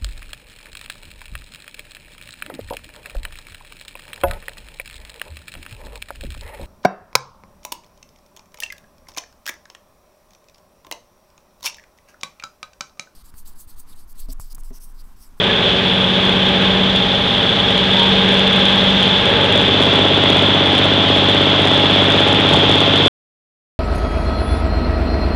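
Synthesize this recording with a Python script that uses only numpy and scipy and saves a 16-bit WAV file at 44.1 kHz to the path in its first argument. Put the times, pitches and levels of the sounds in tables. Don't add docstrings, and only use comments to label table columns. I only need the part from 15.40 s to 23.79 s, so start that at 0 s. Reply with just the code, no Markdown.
import sys
import numpy as np
from scipy import signal
from scipy.fft import rfft, irfft, next_fast_len
from scipy.io import wavfile
from scipy.ndimage import uniform_filter1d, minimum_filter1d

SR = 44100
rng = np.random.default_rng(int(sys.argv[2]) if len(sys.argv) > 2 else 0)


def dump_mix(stems):
    frames = np.atleast_2d(stems).T
    limited = np.clip(frames, -1, 1)
    pcm = np.round(limited * 32767).astype(np.int16)
    wavfile.write(sys.argv[1], SR, pcm)


N = 370022
T = np.arange(N) / SR

TURN_AT_S, TURN_TAKES_S = 4.31, 0.7
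PILLAR_AT_S = 3.975
SING_ORDER = 51

START_HZ, CRUISE_HZ, GATHER_S, START_TURNS = 15.6376, 17.0655, 10, -.099


def speed():
    return approach(START_HZ, CRUISE_HZ, GATHER_S)


LOAD_DB, LOAD_DB_PER_S = -1, 0.52
PULL_START_DB, PULL_S = -1, 0.38
EXHAUST_LEAD_S = .06


def engine(turns, window):
    shaft = turns + 0.00035 * walk(25)
    facing = rise(TURN_AT_S - EXHAUST_LEAD_S, TURN_TAKES_S) * np.pi / 2
    inside = exhaust(shaft, axis=1, scatter=1.42, waver_db=2.5) * np.cos(facing)
    outside = exhaust(shaft, axis=2, scatter=0.25, waver_db=1.0) * np.sin(facing)

    load = undb(LOAD_DB + LOAD_DB_PER_S * (T - TURN_AT_S))
    pull = undb(PULL_START_DB * np.exp(-T / PULL_S))
    chug = (pull * inside + load * outside) * undb(0.63 * walk(40))
    return chug + boom(shaft) + panel(shaft, window) + gears(turns, window)


# multiple of the cycle rate, level in the cab in dB rms, level at the window in dB rms.
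STRONG_ORDERS = [(3, -40.5, -43.5), (4, -44, -49), (6, -34, -25), (7, -34, -34.5), (8, -40.5, -55.5),
                 (9, -35, -27), (10, -40.5, -39), (11, -29.5, -33), (13, -39.5, -42), (14, -38, -47),
                 (15, -32.5, -32), (16, -38, -27.5), (17, -48, -40.5), (18, -35, -26.5), (19, -45, -33.5),
                 (20, -53.5, -30), (21, -43, -37), (22, -44.5, -35.5), (23, -42.5, -33.5), (24, -34, -36),
                 (25, -35.5, -27.5), (26, -35.5, -32), (27, -41, -38.5), (28, -36.5, -34.5),
                 (29, -32.5, -30.5), (30, -37, -44.0), (32, -41.5, -39.5), (35, -46, -38), (36, -37, -40.5),
                 (37, -35.5, -39), (38, -41.5, -38), (39, -44, -36.5), (40, -48, -40), (41, -41.5, -31.5),
                 (43, -50.5, -42), (45, -44.5, -35.5), (52, -36.5, -42), (54, -38.5, -39.5), (56, -53, -40),
                 (57, -45.5, -41.5), (58, -49, -41.5)]
# pitch in Hz, level in the cab in dB rms, level at the window in dB rms.
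WEAK_ORDER_CURVE = [(15.97, -68, -62.5), (32, -51.5, -53), (80, -51, -48.5), (500, -42.5, -42.5),
                    (780, -48, -47), (1000, -49.5, -46), (1420, -49, -46.5), (1670, -44, -50),
                    (1840, -49.5, -52.5), (2643, -46.5, -47.5), (3400, -43.5, -45), (4200, -58.5, -63)]
CYLINDER_DB = [0, -2.5, -4, -1.5, -2, -2]
BASS_TRAIL_RAD, KNOCK_HZ = 2.64, 315


def exhaust(turns, axis, scatter, waver_db, size=4096, count=260):
    k = np.arange(1, count)
    weak, strong = np.array(WEAK_ORDER_CURVE), np.array(STRONG_ORDERS)
    order_hz = k * speed().mean()
    db = np.interp(np.log(order_hz), np.log(weak[:, 0]), weak[:, axis])
    db = db + 2.0 * rng.standard_normal(len(k))
    strong_index = np.clip(np.rint(strong[:, 0]).astype(int) - 1, 0, len(k) - 1)
    db[strong_index] = strong[:, axis]

    slots = np.arange(len(CYLINDER_DB)) / len(CYLINDER_DB)
    firings = np.exp(-2j * np.pi * np.outer(k, slots)) @ undb(CYLINDER_DB)
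    smear = scatter + (130 / order_hz) ** 2 + (order_hz / 850) ** 4
    lag = smear * rng.standard_normal(len(k))
    trail = BASS_TRAIL_RAD * np.log2(order_hz / KNOCK_HZ)
    orders = undb(db) * np.exp(1j * (np.angle(firings) + lag - trail))
    orders[(k == 2 * len(CYLINDER_DB)) | (k == SING_ORDER)] = 0

    family = np.where(k < 23, 3, k % 3)
    out = 0
    for n, depth_db in enumerate([waver_db, waver_db, waver_db, 0]):
        cycle = irfft(np.r_[0, orders * (family == n)], size) * size / np.sqrt(2)
        sound = np.interp(turns % 1, np.arange(size) / size, cycle, period=1)
        out = out + sound * unit(undb(depth_db * walk(2.5)))
    return out


BOOM_DB = -28.5
# middle in seconds, length in seconds, level in dB rms.
BOOM_SWELLS = [(1.08, 1.2, -24), (3.07, 1.42, -24)]


def boom(shaft):
    gain = undb(BOOM_DB) + sum(undb(db) * surge(at, length) for at, length, db in BOOM_SWELLS)
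    return gain * tone(2 * len(CYLINDER_DB) * shaft, 0.87 * walk(12))


SING_CAB_DB, SING_WINDOW_DB, SING_FROM_S, SING_ONSET_S = -32.5, -32, 0.93, 1.1
THROB_HZ, THROB_PEAK_S, THROB_DEPTH = 1.8, 6.32, 0.58
GAP_ORDER, GAP_DB, GAP_S = 25, -27.5, .7


def panel(shaft, window):
    throb = 1 + THROB_DEPTH * window * np.cos(2 * np.pi * THROB_HZ * (T - THROB_PEAK_S))
    db = blend(SING_CAB_DB, SING_WINDOW_DB, window) + 1.2 * walk(14)
    singing = rise(SING_FROM_S, SING_ONSET_S) * throb * tone(SING_ORDER * shaft, db)
    gap = swell(PILLAR_AT_S, GAP_S) * tone(GAP_ORDER * shaft, GAP_DB)
    return singing + gap


# multiple of the cycle rate, average level in the cab in dB rms, average level at the window in dB rms.
BELTS_AND_GEARS = [(4.16, -42, -54), (24.4, -46, -40.5), (34.78, -39, -29), (63.1, -45, -36.5)]
GEAR_SLIP, GEAR_WAVER_DB = .1, 1


def gears(turns, window):
    out = 0
    for order, cab, outside in BELTS_AND_GEARS:
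        cycles = order * turns + GEAR_SLIP * walk(9)
        out = out + tone(cycles, blend(cab, outside, window) + GEAR_WAVER_DB * walk(11))
    return out


TURBO_START_HZ, TURBO_TOP_HZ, SPOOL_S = 9420, 10070, 3.6
TURBO_CAB_DB, TURBO_WINDOW_DB = -63.5, -76
# middle in seconds, length in seconds, level in dB rms.
WHISTLE_FLARES = [(.6, .35, -65.5), (1.901, .2, -63.5)]
WHINE_DB, WHINE_FROM_S, WHINE_ONSET_S = -51.5, 5.7, 1.7


def whistles(window):
    turbo_hz = approach(TURBO_START_HZ, TURBO_TOP_HZ, SPOOL_S) + 140 * walk(700)
    flares = sum(undb(db) * swell(at, length) for at, length, db in WHISTLE_FLARES)
    gain = undb(blend(TURBO_CAB_DB, TURBO_WINDOW_DB, window)) + flares
    turbo = gain * tone(np.cumsum(turbo_hz) / SR, 0)
    whine_hz = 5184 + 4 * walk(30)
    return turbo + rise(WHINE_FROM_S, WHINE_ONSET_S) * tone(np.cumsum(whine_hz) / SR, WHINE_DB)


# middle in seconds, pitch there in Hz, length in seconds, peak level in dB rms, slide in Hz per second.
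SQUEAKS_AND_GEAR_SURGES = [(0.106, 1700, 0.02, -22, 1203), (0.645, 541, 0.06, -27.5, 1),
                           (2.63, 930, 0.089, -22.5, -150), (2.745, 446, 0.044, -22, 1),
                           (2.84, 460, 0.07, -26, 198.5), (3.905, 550, 0.04, -22, 0.5),
                           (3.949, 873, 0.5, -31.5, 0), (4.035, 557, 0.058, -20.5, -1),
                           (4.18, 560, 0.068, -22.5, 148)]


def squeaks_and_gear_surges():
    out = 0
    for at, hz, length, db, slide in SQUEAKS_AND_GEAR_SURGES:
        pitch = hz * (1 + .004 * walk(60)) + slide * (T - at)
        out = out + swell(at, length) * tone(np.cumsum(pitch) / SR, db)
    return out


JOINT_AT_S = 7.145
# pitch in Hz, starting peak level in dB, time to die away by 60 dB in seconds.
FRAME_RINGS = [(160, -10, .06), (620, -12, .03), (850, -3, .032)]
# middle in seconds, length in seconds, peak level in dB rms.
KNOCK_BODY = [(7.145, 0.025, -15.5), (7.172, .04, -20)]


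def joint():
    age = np.maximum(T - JOINT_AT_S, 0)
    ring = 0
    for hz, db, t60 in FRAME_RINGS:
        ring = ring + undb(db) * np.exp(-np.log(1000) * age / t60) * np.sin(2 * np.pi * hz * age)
    body = colour(noise(), [(20, -7.5), (45, -2), (170, 8.5), (450, -1.5), (750, 0.5), (1100, -6.5), (2500, -55.5)])
    return ring + body * sum(undb(db) * swell(at, length) for at, length, db in KNOCK_BODY)


def clatter(turns, depth_db):
    knocks = rng.standard_normal(4 * len(CYLINDER_DB))
    places = np.arange(len(knocks)) / len(knocks)
    valves = np.interp(turns % 1, places, unit(knocks - knocks.mean()), period=1)
    strokes = np.cos(2 * np.pi * len(CYLINDER_DB) * turns)
    return undb(depth_db * (0.7 * valves + 0.46 * strokes))


# pitch in Hz, relative level in the cab in dB per Hz, relative level at the window in dB per Hz.
ROAD_COLOUR = [(11.97, -29.5, -32), (25, -11, -12.5), (50, -6, -12.5), (110, -6, -2), (210, 1, 1),
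               (310, -5.5, 1), (400, 0.5, -2.5), (446, 1, 0.5), (498, -5, -1), (565, 2, 5.5),
               (710, -5.5, -1), (819, -4, 1), (1000, -5, -3), (1300, -7.5, -3), (1700, -7, -4.5),
               (2020, -7.5, -4.5), (3100, -10.5, -5), (5000, -47, -52.5)]
ROAR_CAB_DB, ROAR_WINDOW_DB, ROAR_DB_PER_HZ = -22, -21, 3.5


def road(turns, window):
    tyres, spectra = noise() * clatter(turns, depth_db=2.5), np.array(ROAD_COLOUR)
    in_cab = colour(tyres, spectra[:, :2])
    at_window = colour(tyres, spectra[:, ::2])
    roar_db = blend(ROAR_CAB_DB, ROAR_WINDOW_DB, window) + ROAR_DB_PER_HZ * (speed() - START_HZ)
    roar = blend(in_cab, at_window, window) * undb(roar_db + .5 * walk(7.1))

    rumble = colour(noise(), [(12, -30), (30, -7.0), (62, 4.0), (80, -13.5), (200, -46.5)])
    return roar + rumble * undb(-46.0 + 2.4 * walk(11))


# pitch in Hz, relative level in dB per Hz.
HISS_COLOUR = [(1500, -27.5), (2400, -19), (2950, -9.5), (3200, -3), (3320, 0.5), (3420, 0.9), (3545, -0.1),
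               (3630, -5.5), (3720, -9), (4000, -15.5), (4600, -24), (5500, -32), (7000, -39.5),
               (9000, -49), (10300, -57), (12000, -68)]
HISS_CAB_DB, HISS_WINDOW_DB, HISS_DB_PER_HZ = -18, -18.5, 4.5
FLUTTER_CAB_DB, FLUTTER_WINDOW_DB = 0.14, 0.83
GUST_AT_S, GUST_S, GUST_DB = 3.6, 1.4, 1.1
PILLAR_S, PILLAR_DB = 0.23, -2.5


def wind(turns, window):
    cab_flutter = FLUTTER_CAB_DB * np.cos(2 * np.pi * turns)
    window_flutter = FLUTTER_WINDOW_DB * np.cos(4 * np.pi * (turns - 1 / 3))
    small_gusts_db = 0.37 * walk(14) + 0.6 * walk(200)
    shake = undb(blend(cab_flutter, window_flutter, window) + small_gusts_db)
    air = noise() * clatter(turns, depth_db=1.67) * shake

    db = blend(HISS_CAB_DB, HISS_WINDOW_DB, window) + HISS_DB_PER_HZ * (speed() - START_HZ)
    db = db + GUST_DB * swell(GUST_AT_S, GUST_S) + PILLAR_DB * swell(PILLAR_AT_S, PILLAR_S)
    return colour(air, HISS_COLOUR) * undb(db)


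def undb(db):
    return 10 ** (np.asarray(db) / 20)


def unit(x):
    return x / np.sqrt(np.mean(x ** 2))


def noise():
    return rng.standard_normal(N)


def colour(x, points):
    hz, db = np.transpose(points)
    size = next_fast_len(N)
    f = np.arange(size // 2 + 1) * SR / size
    gain = undb(np.interp(np.log(f + 1), np.log(hz), db))
    return unit(irfft(rfft(x, size) * gain, size)[:N])


def walk(rate):
    steps = rng.standard_normal(size=8192)
    path = np.interp(T * rate, np.arange(len(steps)), steps)
    return unit(uniform_filter1d(path, int(SR / rate)))


def tone(cycles, db):
    return np.sqrt(2) * undb(db) * np.sin(2 * np.pi * cycles)


def swell(at, length):
    return np.exp(-2 * ((T - at) / length) ** 2)


def surge(at, length):
    return np.exp(-(2 * (T - at) / length) ** 4)


def rise(at, length):
    return .5 + .5 * np.tanh(2 * (T - at) / length)


def approach(start, goal, lag):
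    return goal + (start - goal) * np.exp(-T / lag)


def blend(cab, outside, window):
    return cab + (outside - cab) * window


def scene():
    turns = START_TURNS + np.cumsum(speed()) / SR
    window = rise(TURN_AT_S, TURN_TAKES_S)
    mix = engine(turns, window) + whistles(window) + squeaks_and_gear_surges() + joint()
    mix = mix + road(turns, window) + wind(turns, window)
    return mix[None]


END_S, TOP_HZ = 7.682, 11300
LIMITER_SHARE = 0.33


def record(dry):
    ceiling = .7
    room = ceiling / np.maximum(np.abs(dry), ceiling)
    room = minimum_filter1d(room, size=256, origin=127)
    room = uniform_filter1d(room, size=24, origin=11)
    ducked = dry * room ** LIMITER_SHARE
    flat = np.clip(ducked, -ceiling, ceiling)
    flat = flat * np.clip((END_S - T) / 0.0018, 0, 1)
    return signal.sosfiltfilt(signal.butter(7, TOP_HZ, fs=SR, output="sos"), flat)


dry = scene()
out = record(dry)
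dump_mix(out)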